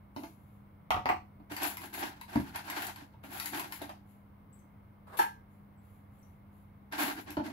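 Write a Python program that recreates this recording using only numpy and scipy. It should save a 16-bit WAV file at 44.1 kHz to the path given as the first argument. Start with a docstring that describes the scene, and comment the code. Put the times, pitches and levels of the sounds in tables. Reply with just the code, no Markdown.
"""Getting flour ready

In a small tiled kitchen a lid is put aside and a steel bowl is set down on the stone counter; hands dig at
a plastic flour bag in a plastic tub, a knife is picked up and the bag is handled again.
Knocks and snaps are short noise bursts, and hard things add dying tones. Rubbing is made of many tiny slips.
Faint pings sound later; a wavering mains hum, a low murmur of air and brushing clothes lie underneath.
"""
import sys
import numpy as np
from scipy import signal
from scipy.fft import rfft, irfft, next_fast_len
from scipy.io import wavfile

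SR = 44100
rng = np.random.default_rng(int(sys.argv[2]) if len(sys.argv) > 2 else 0)


def digitize_waveform(pressure):
    """Quantize a signal to 16-bit integers and store it at the path in sys.argv[1].

    Rows of a 2-D input are taken as channels; values are limited to [-1, 1].
    """
    field = np.atleast_2d(pressure).T
    bounded = np.clip(field, -1, 1)
    quanta = np.round(bounded * 32767).astype(np.int16)
    wavfile.write(sys.argv[1], SR, quanta)


N = 331632
TIME = np.arange(N) / SR
SHORT_TIME = TIME[:SR // 2]   # the half second given to each knock or echo

# Levels in the tables are relative: each sound is scaled again where it is used.
# Room air: [f/Hz, level/dB per Hz]
AIR_COLOUR = [(15, -58.5), (25, -14), (92, -0.5), (170, -6), (200, -16.5), (229, -10.5), (309, -14),
              (354, -20), (451, -20.5), (796, -22), (1040, -22), (4250, -49), (7110, -60), (8140, -55),
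              (16000, -41)]
# Steady hum tones: [f/Hz, level/dB, pitch waver as a share of f]
HUM_TONES = [(94.6, -65, 0.014), (201.8, -61.5, 0.0027), (300, -88.5, 0.031), (2144, -83, 0.044)]
# Sleeves and clothes brushing as the arms move: [t/s, length/s, level/dB]
CLOTH_BRUSHES = [(0.195, 0.062, -61), (0.42, 0.14, -78.5), (4.1, 0.022, -71.5), (4.55, 0.047, -77),
                 (5.53, .015, -78), (5.85, 0.12, -75), (6.15, .15, -76), (6.55, 0.054, -76.5)]

# The tub being bumped, dull on its wall and thin on its rim: [t/s, level/dB, low cut f/Hz, high cut f/Hz]
TUB_KNOCKS = [(0.163, -39.5, 129, 9000), (0.224, -49, 150, 600), (0.235, -44, 453, 7000),
              (1.400, -53.5, 179, 250), (1.512, -42.5, 260, 600), (2.355, -23, 89.4, 109),
              (2.397, -37.5, 60, 150), (3.138, -61, 804, 1200), (3.238, -50, 300, 2010),
              (3.816, -40.5, 283, 1410), (3.893, -47.5, 870, 1600), (7.04, -42, 220, 300),
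              (7.176, -62, 390, 1300), (7.369, -32, 590, 254), (7.371, -32.5, 69.4, 78.6),
              (7.395, -37.5, 600, 300), (7.48, -44, 217, 700)]
# Noise of a contact with the tub: [f/Hz, level/dB per Hz]
TUB_CONTACT_COLOUR = [(20, -65), (50, -11), (90, -14.5), (300, 12), (470, -14.5), (750, -4), (1200, -10.5),
                      (2500, -17.5), (5000, -23.5), (8500, -36), (11500, -23.5), (16000, -31.5)]
# Tones of the tub: [f/Hz, level/dB, time to fall 60 dB/s]
TUB_TONES = [(124, -10, .17), (275, -3, .1), (300, 0, .15), (565, -15, .14), (614, -10, .15),
             (673, -11, .18), (72, -15, .2), (870, -7, .15), (946, -6, .15)]

# The bowl landing and rocking on the counter: [t/s, level/dB, low cut f/Hz, high cut f/Hz]
BOWL_KNOCKS = [(0.9055, -36, 4140, 3900), (0.906, -30, 60, 7000), (0.921, -35, 910, 2500),
               (0.944, -35, 49.8, 2500), (0.966, -36, 60, 3480), (1.057, -31.5, 50, 2300),
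               (1.090, -32, 400, 7050), (1.098, -28.5, 350, 400), (1.104, -36.5, 60, 1200)]
# Noise of a contact with the bowl: [f/Hz, level/dB per Hz]
BOWL_CONTACT_COLOUR = [(25, -28), (70, 2), (175, -13.5), (313, -7), (483, -13.5), (746, -2), (1180, -1),
                       (1660, -14), (1950, -11), (2750, -18), (3400, -23.5), (4300, -25.5), (6000, -30.5),
                       (8500, -41), (12000, -30.5), (16000, -33.5)]
# Tones of the bowl: [f/Hz, level/dB, time to fall 60 dB/s]
BOWL_TONES = [(733, 0, .24), (780, -1, .2), (864, -5, .24), (912, -4, .24), (318, -18, .3), (1152, -8, .26),
              (1184, -8, .2), (1291, -11, .24), (1395, -12, .24), (1950, -16, .26), (2418, -21, .22),
              (3214, -22, .18), (4250, -22, .1)]

# Hand strokes on the bag: [t/s, length/s, scrape level/dB, crinkle against scrape/dB, tub boom against scrape/dB]
BAG_STROKES = [(1.52, 0.083, -46, -8, -14), (1.626, 0.047, -36, -3.5, -4.5), (1.819, 0.02, -48, -3.5, 3),
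               (1.949, 0.051, -38.5, -5.5, -4.5), (1.995, 0.092, -42, -16.5, -2),
               (2.299, 0.11, -47.5, -10.5, -10), (2.474, 0.017, -49, -12, -0.5),
               (2.557, 0.005, -41.5, -19, -23), (2.656, 0.071, -43.5, -13.5, -5.5),
               (2.76, 0.092, -40, -8, -11), (2.99, 0.045, -58, -11, 2.5), (3.252, 0.048, -53.5, -7, 3.5),
               (3.326, .15, -45.5, -0.5, -6), (3.532, 0.078, -40.5, -7.5, -0.5), (3.733, 0.013, -52, 3, -8),
               (3.822, 0.031, -52.5, -10, 2), (6.937, 0.046, -41.5, -13.5, -6),
               (6.996, 0.073, -36.5, -2, -2.5), (7.169, 0.019, -50.5, -5.5, 5),
               (7.28, 0.035, -53.5, -11, 3), (7.454, 0.024, -48, -13, 7.5)]
# Scraping over the bag in the tub: [f/Hz, level/dB per Hz]
SCRAPE_COLOUR = [(90, -45), (220, -6.5), (300, 12.5), (380, -3.5), (540, -14), (720, 2.5), (960, 0.5),
                 (1200, -8), (1560, 0.5), (2100, -7), (3200, -12.5), (4500, -15.5), (7000, -23.5),
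                 (16000, -37)]
# Crinkling film, also used for the brush of cloth: [f/Hz, level/dB per Hz]
CRINKLE_COLOUR = [(900, -34), (2500, 5), (4400, -3), (5600, -12.5), (7000, 1), (9000, -10.5), (10300, 5.5),
                  (11600, 11), (13200, -1), (14700, -2), (16000, 6.5)]
# Creases of the bag snapping over: [t/s, level/dB, low cut f/Hz, high cut f/Hz]
CREASE_SNAPS = [(1.519, -47.5, 300, 6960), (1.565, -41, 1800, 5500), (1.632, -34.5, 4000, 16000),
                (1.770, -43, 690, 14300), (1.817, -53, 667, 1970), (1.939, -45, 603, 8000),
                (2.212, -47, 700, 8900), (2.357, -42, 700, 1500), (2.559, -40.5, 600, 11600),
                (2.700, -39.5, 715, 14000), (2.821, -42.5, 2000, 16000), (2.868, -42.5, 1970, 16000),
                (2.960, -51, 600, 6000), (3.399, -38, 950, 8700), (3.458, -38, 1430, 16000),
                (3.547, -42.5, 900, 12000), (3.596, -39.5, 1190, 15000), (3.723, -42, 1600, 12000),
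                (3.818, -48, 1490, 12200), (3.894, -57, 900, 9380), (6.924, -45, 1390, 2600),
                (6.989, -48, 1500, 5000), (7.045, -56, 3000, 14000), (7.305, -48, 1710, 13100),
                (7.464, -53, 1000, 8050)]
# Noise of a snapping crease: [f/Hz, level/dB per Hz]
SNAP_COLOUR = [(150, 18), (300, 8.5), (520, -25.5), (950, 24), (1250, 6), (2000, 15.5), (3300, 4),
               (4400, 5.5), (5600, -1), (7000, 0), (9000, -2.5), (11600, 13), (13200, 1), (15500, 0.5)]

# Faint high pings: [t/s, level/dB, f/Hz]
HIGH_PINGS = [(4.529, -66, 7940), (4.589, -78, 8150), (4.59, -83, 6130), (5.775, -83.5, 7880),
              (6.188, -81, 8100), (6.228, -81, 5970)]

# The knife sliding out before it clatters: [t/s, length/s, level/dB]
KNIFE_SLIDES = [(5.081, .1, -48.5)]
# Noise of the dragging blade: [f/Hz, level/dB per Hz]
SLIDE_COLOUR = [(150, -17), (400, 0), (600, -0.5), (1100, 4.5), (1600, -4), (2600, -17), (4400, -21.5),
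                (6000, -32), (12000, -22), (16000, -25)]
# The knife clattering against steelware: [t/s, level/dB, low cut f/Hz, high cut f/Hz]
KNIFE_KNOCKS = [(5.171, -45, 5080, 15000), (5.189, -28.5, 300, 10000), (5.212, -41.5, 400, 7000)]
# Noise of a contact with the knife: [f/Hz, level/dB per Hz]
KNIFE_CONTACT_COLOUR = [(88, -89), (150, -73.5), (226, -35), (328, -24), (439, -24), (578, -28), (624, -36),
                        (854, -5.5), (1060, -16.5), (1690, -18), (2300, -22.5), (5150, -38), (8560, -41),
                        (11700, -26), (16000, -46)]
# Tones of the knife: [f/Hz, level/dB, time to fall 60 dB/s]
KNIFE_TONES = [(857, 0, .24), (904, -3, .22), (948, -5, .28), (6691, -27, .2), (334, -18, .18),
               (1319, -15, .22), (1600, -12, .33), (1712, -11.5, .3), (3488, -25, .2), (4382, -26, .18)]

# How long the room's echoes last: [f/Hz, time to fall 60 dB/s]
ROOM_DECAY = [(100, 0.58), (260, 0.2), (700, 0.24), (1840, 0.19), (4850, 0.3), (12800, 0.21)]
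# The right port (listening opening) against the left: [f/Hz, level/dB]
RIGHT_PORT = [(100, 1), (200, -2), (400, 2.5), (700, 1), (1300, 1.5), (2400, -.5), (4400, -8.5),
              (8100, -16.5), (15000, -15)]

PORT_GAP_S, LEFT_LEAD_S = 0.00068, 0.00024   # sound's travel time between ports; left's head start


def from_db(db):
    """Turn decibels into a gain."""
    return 10 ** (np.asarray(db) / 20)


def rms_one(x):
    """Scale so that the average of the channels has rms 1."""
    middle = np.atleast_2d(x).mean(axis=0)
    return x / np.sqrt(np.mean(middle ** 2) + 1e-20)


def at_hz(points, hz):
    """Read a table between its points, with frequency spaced as pitch is heard."""
    f, value = np.transpose(points)
    return np.interp(np.log(np.maximum(hz, 1)), np.log(f), value)


def bins(size):
    """List the frequencies (Hz) of a real Fourier transform."""
    return np.fft.rfftfreq(size, 1 / SR)


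def coloured(x, colour):
    """Shape a sound's spectrum with a filter that never acts early (minimum phase)."""
    size = 2 * next_fast_len(x.shape[-1] // 2 + 2048)
    cepstrum = irfft(np.log(from_db(at_hz(colour, bins(size)))))
    # folding the second half onto the first keeps the response from starting early
    cepstrum[1:size // 2] *= 2
    cepstrum[size // 2 + 1:] = 0
    return irfft(rfft(x, size) * np.exp(rfft(cepstrum)))[..., :x.shape[-1]]


def drift(rate_hz, size=N):
    """Make a slow random wander with rms 1."""
    padded = next_fast_len(size, True)
    smoothing = 1 + (bins(padded) / rate_hz) ** 2
    wander = irfft(rfft(rng.standard_normal(padded)) / smoothing, padded)
    return rms_one(wander[:size])


def diffuse(size):
    """Noise arriving from all sides: the two ports agree in the bass and become unrelated above."""
    alike = 0.93 * np.sinc(2 * bins(size) * PORT_GAP_S)
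    mid, side = rfft(rng.standard_normal((2, size)))
    side = side * np.sqrt((1 - alike) / (1 + alike))
    return irfft(mid + side * [[1], [-1]], size)


def kitchen(x, direct_db):
    """The straight path reaches the left port first; dense tile reflections die away band by band."""
    size, hz = len(SHORT_TIME), bins(len(SHORT_TIME))
    field = rfft(diffuse(size))
    centres = np.geomspace(100, 12800, 8)
    tail = 0
    for centre, share in zip(centres, np.eye(len(centres))):
        band = irfft(field * at_hz(np.c_[centres, share], hz), size)
        tail = tail + band * from_db(-60 * SHORT_TIME / at_hz(ROOM_DECAY, centre))
    build_up = 1 - np.exp(-SHORT_TIME / 0.0017)
    response = rms_one(tail * build_up) / np.sqrt(size)
    response[[0, 1], [0, round(LEFT_LEAD_S * SR)]] += from_db(direct_db)
    return signal.fftconvolve(x[None], response, axes=1)[:, :len(x)]


def add(out, s, sound):
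    """Mix a sound in at time s (seconds)."""
    at = round(s * SR)
    out[:, at:at + sound.shape[1]] += sound[:, :N - at]


def gestures(rows, attack_s, fall_db_per_s, swell_db=0):
    """Gain of rubbing movements: each fades in before its start, swells while it lasts, then dies away."""
    power = np.zeros((1, N))
    age = TIME[:SR] - attack_s
    for start, length, db in rows:
        pressure_db = swell_db * (np.clip(age / length, 0, 1) - 0.5)
        release_db = fall_db_per_s * np.maximum(age - length, 0)
        fade_in = np.clip(1 + age / attack_s, 0, 1)
        gain = fade_in * from_db(db + pressure_db - release_db)
        add(power, start - attack_s, gain[None] ** 2)
    return np.sqrt(power[0])


def ringing(tones, width, build_s=0.0016):
    """Dying sines that build up as the contact spreads; each reaches the right port by its own delay."""
    out = 0
    for k, (hz, db, t60) in enumerate(tones):
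        lag_s = PORT_GAP_S * width * rng.uniform(0.0095, 1)
        age = np.maximum(SHORT_TIME - [[0], [lag_s]], 0)
        gain = from_db(db + rng.normal(0, 1.5) - 60 * age / t60)
        out = out + (-1) ** k * gain * np.sin(2 * np.pi * hz * age)
    return rms_one(out * (1 - np.exp(-SHORT_TIME / build_s)))


def blows(table, colour, burst_t60, direct_db, level_db, tones=(), ring_db=0, width=1):
    """Each contact is a short burst of noise, plus the body's own tones if it has any."""
    out = np.zeros((2, N))
    burst_fade = from_db(-60 * SHORT_TIME / burst_t60)
    for s, db, low_hz, high_hz in table:
        burst = coloured(rng.standard_normal(len(SHORT_TIME)) * burst_fade, colour)
        sound = rms_one(kitchen(burst, direct_db))
        if len(tones):
            sound = sound + from_db(ring_db) * ringing(tones, width)
        # a stiff spot gives little bass, a soft contact little treble
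        bass_cut = signal.butter(2, low_hz, "high", fs=SR, output="sos")
        sound = signal.sosfilt(bass_cut, sound)
        pole = np.exp(-2 * np.pi * high_hz / SR)
        sound = signal.lfilter([1 - pole], [1, -pole], sound)
        add(out, s, from_db(db + level_db) * rms_one(sound))
    return out


def grains(per_s, spread_db, clump_db):
    """Tiny slips and buckles of uneven size, coming in clumps."""
    draw = rng.random(N)
    chance = per_s * from_db(clump_db * drift(40)) / SR
    size = from_db(spread_db * np.minimum(rng.exponential(1, N), 4))
    return (draw < chance) * size * rng.choice([-1, 1], N)


def rubbed(slips, colour, direct_db, count=4):
    """Share slips among several spots, each with its own echoes; the result has rms 1."""
    spot = rng.integers(0, count, N)
    echoed = sum(kitchen(slips * (spot == k), direct_db) for k in range(count))
    return rms_one(coloured(echoed, colour))


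def room_air():
    """The murmur of air is steady noise arriving from all sides."""
    return from_db(-58.5) * rms_one(coloured(diffuse(N), AIR_COLOUR))


def mains_hum():
    """A few sine tones whose pitch and level waver."""
    out = 0
    for hz, db, waver in HUM_TONES:
        gain = from_db(db + 1.3 * drift(7.4))
        pitch = hz * (1 + waver * drift(hz / 10))
        out = out + gain * rms_one(np.sin(2 * np.pi * np.cumsum(pitch) / SR))
    return out


def brushing_clothes():
    """Cloth rubbing on itself is smooth noise that comes and goes with the arms."""
    movement = gestures(CLOTH_BRUSHES, attack_s=0.054, fall_db_per_s=127)
    return movement * rms_one(coloured(diffuse(N), CRINKLE_COLOUR))


def tub_knocks():
    """A bump on the plastic tub gives a short noise and quickly dying low tones."""
    return blows(TUB_KNOCKS, TUB_CONTACT_COLOUR, burst_t60=0.015, direct_db=-1.5, level_db=-13.5,
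                 tones=TUB_TONES, ring_db=-1.5, width=1.0)


def bowl_knocks():
    """The steel bowl hits the stone with a very short crack and rings."""
    return blows(BOWL_KNOCKS, BOWL_CONTACT_COLOUR, burst_t60=0.006, direct_db=0.5, level_db=-13.0,
                 tones=BOWL_TONES, ring_db=-2.5, width=0.85)


def bag_handling():
    """Fingers scrape the flour bag, its thin film crinkles, and the tub's hollow booms along."""
    start, length, scrape_db, crinkle_db, boom_db = np.transpose(BAG_STROKES)
    rubbing = rubbed(grains(per_s=600, spread_db=6, clump_db=4), SCRAPE_COLOUR, direct_db=-7.5)
    crinkle = rubbed(grains(per_s=310, spread_db=3.5, clump_db=2), CRINKLE_COLOUR, direct_db=-2.5)
    hollow_edge_hz = 400   # the tub's boom lies below this
    boom = signal.sosfilt(signal.butter(5, hollow_edge_hz, "low", fs=SR, output="sos"), rubbing)
    scrape = signal.sosfilt(signal.butter(5, hollow_edge_hz, "high", fs=SR, output="sos"), rubbing)
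    layers = [(scrape, scrape_db, 182), (boom, scrape_db + boom_db, 182),
              (crinkle, scrape_db + crinkle_db, 195)]
    out = 0
    for sound, level_db, fall_db_per_s in layers:
        # a stroke bites quickly, presses harder as it goes and then dies away
        strokes = zip(start, length, level_db)
        out = out + sound * gestures(strokes, 0.025, fall_db_per_s, swell_db=1.5)
    return out


def crease_snaps():
    """A crease of the film flips over with a short burst of noise and no tone of its own."""
    return blows(CREASE_SNAPS, SNAP_COLOUR, burst_t60=0.021, direct_db=2, level_db=-15.0)


def high_pings(t60=0.11, level_db=-12):
    """Small thin tones of unsteady pitch that ring briefly in the room."""
    out = np.zeros((2, N))
    for s, db, hz in HIGH_PINGS:
        pitch = hz * (1 + 0.031 * drift(300, size=len(SHORT_TIME)))
        tone = np.sin(2 * np.pi * np.cumsum(pitch) / SR)
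        fading = tone * from_db(-60 * SHORT_TIME / t60)
        add(out, s, from_db(db + level_db) * rms_one(kitchen(fading, direct_db=4.0)))
    return out


def knife_slide():
    """The blade drags roughly, in many tiny slips, as it is pulled out."""
    drag = gestures(KNIFE_SLIDES, attack_s=0.016, fall_db_per_s=494, swell_db=1.5)
    slips = grains(per_s=2500, spread_db=9, clump_db=9)
    return drag * rubbed(slips, SLIDE_COLOUR, direct_db=-7.5, count=1)


def knife_knocks():
    """The knife clatters on steelware with a longer noise and ringing tones."""
    return blows(KNIFE_KNOCKS, KNIFE_CONTACT_COLOUR, burst_t60=0.044, direct_db=-6, level_db=-12.0,
                 tones=KNIFE_TONES, ring_db=-3, width=0.86)


def scene():
    """Add up everything handled on the counter and the quiet background."""
    bowl_and_tub = bowl_knocks() + tub_knocks()
    knife = knife_knocks() + knife_slide()
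    bag = crease_snaps() + bag_handling()
    pings = high_pings()
    background = room_air() + mains_hum() + brushing_clothes()
    return bowl_and_tub + knife + bag + pings + background


def record(dry):
    """The right port is shaded and hears little treble; the very top is cut in both."""
    right = from_db(at_hz(RIGHT_PORT, bins(N)))
    # keep the power of the two ports together unchanged
    ports = np.array([np.ones_like(right), right]) * np.sqrt(2 / (1 + right ** 2))
    heard = irfft(rfft(dry) * ports, N)
    top_cut = signal.ellip(10, 0.3, 70, 15650, fs=SR, output="sos")   # cut at 15650 Hz
    return signal.sosfilt(top_cut, heard)


dry = scene()
out = record(dry)
digitize_waveform(out)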